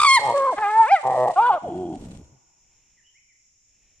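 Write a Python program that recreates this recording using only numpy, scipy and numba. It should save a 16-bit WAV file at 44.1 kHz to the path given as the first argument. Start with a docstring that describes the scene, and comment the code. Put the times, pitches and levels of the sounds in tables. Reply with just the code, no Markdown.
"""A forest at a stereo microphone: insects hiss steadily, air is quiet, and the moving microphone rumbles at first.
A chimpanzee runs over leaf litter, a crackle of noise grains: first a throbbing, shrill scream, then a snarl,
gliding hoots and a bark between rough growls, sinking to low grunts. Clear calls are summed harmonics, growls
are uneven pulses ringing a throat. The trunks return a thin echo of each call.
Once the calls have died away a distant bird chirps in wavering, gliding tones."""
import sys
import numpy as np
from scipy import signal
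from scipy.fft import rfft, irfft
from scipy.io import wavfile
from scipy.ndimage import uniform_filter1d
from numba import njit

SR = 44100
rng = np.random.default_rng(int(sys.argv[2]) if len(sys.argv) > 2 else 0)


def store_wav(level_fs):
    """Save 16-bit WAV to argv[1]."""
    pcm = np.round(np.clip(np.atleast_2d(level_fs), -1, 1) * 32767)
    wavfile.write(sys.argv[1], SR, pcm.T.astype(np.int16))


N = 176400
T = np.arange(N) / SR

# forest bed, spectra of insects and still air: frequency_hz, relative_level_db
INSECT_COLOUR = [(4700, -29), (5500, -2), (6000, -8.5), (7100, 0), (7550, -11.5), (7900, -34)]
AIR_COLOUR = [(40, 1.5), (1400, -28), (2400, -11), (3600, -23), (7000, -40.5)]
# low rumble of the moving microphone: time_s, level_db
RUMBLE_LEVEL = [(.28, -52.5), (.5, -85), (2.6, -82)]
# its spectrum: frequency_hz, relative_level_db
RUMBLE_COLOUR = [(20, -12.5), (90, 0.5), (600, -33.5)]
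# running through dry leaves: time_s, level_db (before a fixed lift)
RUSTLE = [(0, -40.5), (.5, -55), (1.4, -55.5), (1.65, -68.5), (2.15, -66.5), (2.3, -82)]
# spectrum of the leaves: frequency_hz, relative_level_db
LEAF_COLOUR = [(500, -6), (2800, 4.5), (6000, -2), (8500, 5.5), (11000, -26)]
# voiced calls: time_s, pitch_hz, fundamental_db, second_harmonic_db, third_harmonic_db (higher ones follow it)
SCREAM = [(0, 1201, -19, -34, -33.5), (.05, 1175, -14.5, -26, -34), (.085, 1090, -14.5, -16, -30),
          (.158, 1069, -18, -18, -25.5), (.18, 942, -13, -19.5, -42.5), (.197, 748, -35, -45, -66.5)]
HOOT = [(.328, 552, -35.5, -48, -81.5), (.348, 567.3, -18, -26, -44), (.497, 519, -28.5, -18, -45.5),
        (.522, 476.7, -34.5, -26.5, -77), (.53, 336, -43, -21.5, -43), (.549, 288, -41.5, -33.5, -59.5)]
WAIL = [(.567, 395.4, -65, -39, -44), (.584, 418, -37, -24, -24), (.603, 440, -40.5, -29, -46.5),
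        (.628, 424, -44.5, -19.5, -29.5), (.652, 399.3, -41, -20.5, -29),
        (.715, 424.8, -38.5, -24.5, -35.5), (.805, 453.4, -43.5, -8, -37),
        (.858, 428.2, -43.5, -19.5, -34.5), (.895, 614, -29, -36, -28), (.922, 804.5, -10, -34.5, -30),
        (.945, 796, -8.5, -31.5, -31), (.965, 667, -29.5, -28.5, -31.5), (1.005, 577, -40, -43.5, -50)]
BARK = [(1.365, 357, -44.5, -21.5, -28.5), (1.393, 412.8, -41, -10.5, -25.5), (1.418, 466.6, -37, -17, -28),
        (1.49, 494.7, -34.5, -16.5, -34), (1.508, 423.4, -46, -11, -32.5), (1.522, 367.2, -45, -26.5, -25),
        (1.545, 360.7, -42, -18.5, -27), (1.58, 292.6, -52.5, -30, -42.5)]
# throat colour of their overtones: frequency_hz, relative_level_db
SCREAM_THROAT = [(3300, -1), (4400, 1), (6000, -13.5), (8700, -3.5), (12000, -26.5)]
HOOT_THROAT = [(1750, 6.5), (2350, -8), (2900, -17.5), (4200, -27), (11000, -49)]
BARK_THROAT = [(1350, 6.5), (1750, -27), (2800, -17.5), (6000, -43)]
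# hoarseness of the voiced calls: time_s, roughness (0-1)
HOARSE = [(.05, 0.68), (.08, 0.01), (.2, 0.01), (.595, 0.57), (.65, 0.11), (.935, 0), (1.39, 0.15),
          (1.56, 0.32)]
# growls: time_s, pulse_rate_hz, level_db, roughness (0-1), mouth_resonance_hz
SNARL = [(.195, 143.6, -31.5, 0.5, 980), (.25, 140.8, -21, 0.1, 806), (.305, 115.1, -18.5, 0.17, 960),
         (.345, 122.1, -31, 0.15, 941)]
GROWL = [(1.033, 131.1, -30, 0.55, 873), (1.062, 130.8, -18, 0.059, 793), (1.15, 126.5, -21.5, 0.39, 767),
         (1.185, 125.2, -18.5, 0.021, 574), (1.25, 126.8, -17.5, 0.04, 593), (1.275, 121.9, -20, .45, 840),
         (1.298, 110.8, -19.5, 0.47, 730), (1.338, 104.9, -33.5, 0.34, 600)]
GROAN = [(1.622, 96.04, -48, 0.93, 510), (1.645, 95.74, -28, 0.27, 741), (1.7, 90.17, -31, 0.63, 330),
         (1.815, 91.76, -28.5, 0.057, 373), (1.94, 78.84, -31, 0.62, 289), (1.98, 69.5, -39.5, 0.5, 252.9)]
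GRUNT = [(1.985, 72.24, -40.5, 0.6, 231.7), (2.06, 63.02, -38, 0.66, 220), (2.225, 61, -44.5, 0.18, 90.1),
         (2.29, 57.9, -60.5, 0.26, 64.8), (2.335, 142.5, -52, 0.12, 140), (2.4, 107, -68.5, 0.091, 108.3)]
# growl colour with open lips, nearly closed lips, and in the last deep grunts: frequency_hz, relative_level_db
OPEN_THROAT = [(60, -28.5), (125, -10), (270, -18), (520, 0.5), (900, 0), (1200, -7.5), (1450, -42),
               (1900, -12.5), (2200, -38), (6000, -50.5)]
CLOSED_THROAT = [(35, -15), (70, -4.5), (180, 3), (350, 2), (540, -11.5), (720, 7.5), (1250, -39.5),
                 (2400, -47), (3300, -23.5), (3900, -73)]
CHEST = [(25, -6), (62, 2.5), (600, -11.5), (1600, -40)]
# spectrum of the trunk echo: frequency_hz, relative_level_db
ECHO_COLOUR = [(800, -12), (2200, -1.5), (12000, -10)]
# distant chirps: start_s, length_s, start_hz, end_hz, level_db
CHIRPS = [(2.963, 0.051, 2157, 1600, -67.5), (3.03, 0.088, 2850, 3120, -65.5),
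          (3.138, 0.057, 1807, 2660, -63), (3.273, 0.064, 2500, 1890, -67.5)]

INSECT_DB, AIR_DB = -63, -71.5
FLUTTER_HZ, FLUTTER_PEAK_S, FLUTTER_END_S, FLUTTER_DEPTH = 62.2, 0.003, 0.069, 0.72
# fractions: pitch and level shake at full roughness, and a pitch wobble that is always there
JITTER, SHIMMER, WOBBLE = 0.072, 0.3, 0.007
WAVER_DB, WAVER_HZ = 3.5, 30  # each harmonic from the third up wavers on its own
RUSH_DB = -8.5  # throat air at full roughness, relative to the third harmonic
ECHO_DB, ECHO_T60_S = -16.5, 0.57
FAR_DB, FAR_T60_S = -19.5, 2.4  # long tail, level relative to the near echo
PORT_LAG_S, PORT_MAX_RAD = 0.00006, 2.2  # right microphone port behind left
TOP_HZ = 12200  # upper limit of the recorder and of the harmonics


def undb(db):
    """Decibels to gain."""
    return 10 ** (np.asarray(db) / 20)


def unit(x):
    """Scale to rms 1."""
    return x / np.sqrt(np.mean(x ** 2))


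def response(points, hz):
    """Gain of a spectrum at the given frequencies, straight in dB over log frequency."""
    point_hz, db = np.array(points).T
    return undb(np.interp(np.log(np.maximum(hz, 1)), np.log(point_hz), db))


def colour(x, points):
    """Causal (minimum-phase) filter with the given spectrum, by folding its cepstrum."""
    cepstrum = irfft(np.log(response(points, np.arange(N + 1) / 2 * SR / N)))
    cepstrum[1:N] *= 2
    cepstrum[N + 1:] = 0
    return irfft(rfft(x, 2 * N) * np.exp(rfft(cepstrum)))[..., :N]


def noise(points, channels=1):
    """Coloured noise of rms 1."""
    return unit(colour(rng.standard_normal((channels, N)), points))


def walk(rate_hz, size=N):
    """Smooth random wander of rms 1: white noise rolled off above rate_hz."""
    hz = np.arange(size // 2 + 1) * SR / size
    return unit(irfft(rfft(rng.standard_normal(size)) / (1 + (hz / rate_hz) ** 4), size))


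def controls(table, fade_s=0.0072):
    """A gate over the table's span, fading just outside it, and its columns as smooth curves."""
    times, *columns = np.array(table, float).T
    gate = np.clip(np.minimum(T - times[0], times[-1] - T) / fade_s + 1, 0, 1)
    return gate, [uniform_filter1d(np.interp(T, times, c), size=220) for c in columns]


def insects():
    """Steady insect hiss on all sides: noise drawn apart for each channel."""
    return undb(INSECT_DB + 0.5 * walk(12)) * noise(INSECT_COLOUR, channels=2)


def air():
    """Quiet forest air, slowly swelling: one noise common to both channels, plus a weaker one in each."""
    spread = noise(AIR_COLOUR) + 0.5 * noise(AIR_COLOUR, channels=2)
    return undb(AIR_DB + 3.6 * walk(1.6)) * spread


def rumble():
    """Low rumble of the moving microphone, equal in both channels."""
    return undb(np.interp(T, *np.array(RUMBLE_LEVEL).T)) * noise(RUMBLE_COLOUR)


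def leaves():
    """Dense crackle of dry leaves under the running animal: noise grains of very uneven size."""
    gate, (db,) = controls(RUSTLE)
    middle, side = rng.standard_normal((2, N)) * undb(3.6 * rng.exponential(size=N))
    stereo = middle + 1.3 * side * np.array([[1], [-1]])
    level = undb(db + 3.2 * walk(38) + 6.5)
    return gate * level * unit(colour(stereo, LEAF_COLOUR))


def flutter():
    """The scream starts with a fast throb before it locks onto a clean tone."""
    depth = FLUTTER_DEPTH * np.clip((FLUTTER_END_S - T) / 0.02, 0, 1)
    return 1 + depth * np.cos(2 * np.pi * FLUTTER_HZ * (T - FLUTTER_PEAK_S))


def voiced(table, throat, half=0):
    """Vocal folds on a gliding pitch; hoarseness shakes them, and half makes strong and weak cycles alternate."""
    gate, curves = controls(table)
    on = gate > 0
    hz, first, second, third = (c[on] for c in curves)
    rough = np.interp(T[on], *np.array(HOARSE).T)
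    shaken_hz = hz * (1 + WOBBLE * walk(27)[on] + JITTER * rough * walk(220)[on])
    phase = 2 * np.pi * np.cumsum(shaken_hz) / SR

    harmonic = np.arange(1, 25)[:, None]
    size = response(throat, harmonic * hz) * (harmonic * hz < TOP_HZ)
    size *= undb(third) / size[2]
    size *= undb(WAVER_DB * np.array([walk(WAVER_HZ, size=len(hz)) for _ in harmonic]))
    size[0], size[1] = undb(first), undb(second)
    start_phase = rng.uniform(0, 2 * np.pi, harmonic.shape)
    tone = np.sqrt(2) * np.sum(size * np.sin(harmonic * phase + start_phase), axis=0)

    shake = 1 + rough * (SHIMMER * walk(270)[on] + half * np.sin(phase / 2))
    # air rushing through the throat, pulsing once a cycle
    rush = rough * undb(third + RUSH_DB) * noise(throat)[0, on] * (1 + np.cos(phase))
    out = np.zeros(N)
    out[on] = gate[on] * (tone * shake + rush)
    return out


@njit
def resonance(x, hz, width_hz):
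    """Band-pass with a moving centre and gain 1 there, as a two-integrator filter."""
    y, band, low = np.empty(len(x)), 0., 0.
    for i in range(len(x)):
        g, damping = np.tan(np.pi * hz[i] / SR), width_hz / hz[i]
        v = (band + g * (x[i] + 1e-18 - low)) / (1 + g * (g + damping))
        band, low, y[i] = 2 * v - band, low + 2 * g * v, damping * v
    return y


def growl(table, throat, scatter_s, rasp, mouth_db, width_hz):
    """Slow, uneven pulses, each with a puff of rasp, ring the throat and a moving mouth resonance."""
    gate, (hz, db, rough, mouth_hz) = controls(table)
    cycles = np.cumsum(hz) / SR
    at = np.flatnonzero(np.diff(np.floor(cycles))) + 1
    late, strength = rng.standard_normal((N // 100, 2))[:len(at)].T
    shifted = at + (late * rough[at] * scatter_s * SR).astype(int)
    pulses = np.zeros(N)
    pulses[np.clip(shifted, 0, N - 1)] = undb(1.1 * strength * rough[at])
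    pulses = unit(pulses)
    puffs = unit(np.exp(-(cycles % 1) / 0.56) * rng.standard_normal(N))

    x = colour(pulses - np.mean(pulses) + rasp * rough * puffs, throat)
    x = x + undb(mouth_db) * resonance(x, mouth_hz, float(width_hz))
    # even out the running level so that the table sets it
    return gate * undb(db) * x / np.sqrt(uniform_filter1d(x ** 2, size=1400) + 1e-12)


def chimpanzee():
    """The whole run of calls, from scream to last grunt, clear folds and rough pulses by turns."""
    return (flutter() * voiced(SCREAM, SCREAM_THROAT)
            + growl(SNARL, OPEN_THROAT, scatter_s=0.0002, rasp=2.7, mouth_db=15, width_hz=23)
            + voiced(HOOT, HOOT_THROAT)
            + voiced(WAIL, HOOT_THROAT)
            + growl(GROWL, OPEN_THROAT, scatter_s=0.00096, rasp=3.36, mouth_db=10.5, width_hz=61)
            + voiced(BARK, BARK_THROAT, half=0.45)
            + growl(GROAN, CLOSED_THROAT, scatter_s=0.00059, rasp=2.9, mouth_db=13, width_hz=20.6)
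            + growl(GRUNT, CHEST, scatter_s=0.0017, rasp=6.6, mouth_db=8.5, width_hz=59.0))


def ports(voice):
    """The call reaches the left port a moment before the right: a phase lead that grows to a limit."""
    hz = np.arange(N + 1) / 2 * SR / N
    lead = np.minimum(2 * np.pi * PORT_LAG_S * hz, PORT_MAX_RAD)
    return irfft(rfft(voice, 2 * N) * np.exp(0.5j * np.array([lead, -lead])))[:, :N]


def trunks(x, wet_db):
    """Scattered echoes from near trunks and a faint long tail from the deep forest, as decaying noise."""
    decay = undb(-60 * T / ECHO_T60_S) + undb(FAR_DB - 60 * T / FAR_T60_S)
    build_up = np.minimum(T / 0.025, 1)
    echo = unit(noise(ECHO_COLOUR, channels=2) * decay * build_up) / np.sqrt(N)
    return undb(wet_db) * signal.fftconvolve(x[None], echo, axes=1)[:, :N]


def bird():
    """Chirps gliding in pitch with a fast waver, blurred by the distance through trunk echo."""
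    out, waver = np.zeros(N), 1 + 0.0293 * walk(158.0)
    for start_s, length_s, from_hz, to_hz, db in CHIRPS:
        progress = np.clip((T - start_s) / length_s, 0, 1)
        hz = (from_hz + (to_hz - from_hz) * progress) * waver
        swell = 2 * np.sin(np.pi * progress)
        out += undb(db) * swell * np.sin(2 * np.pi * np.cumsum(hz) / SR)
    return out + trunks(out, wet_db=-5.0)


def scene():
    """Forest and running leaves around the calls and their echo, then the distant bird."""
    forest = insects() + air() + rumble()
    voice = chimpanzee()
    calls = ports(voice) + trunks(voice, wet_db=ECHO_DB)
    return forest + leaves() + calls + bird()


def record(dry):
    """The recorder cuts the top with a steep low-pass."""
    return signal.sosfilt(signal.ellip(8, .2, 70, TOP_HZ, fs=SR, output="sos"), dry)


dry = scene()
out = record(dry)
store_wav(out)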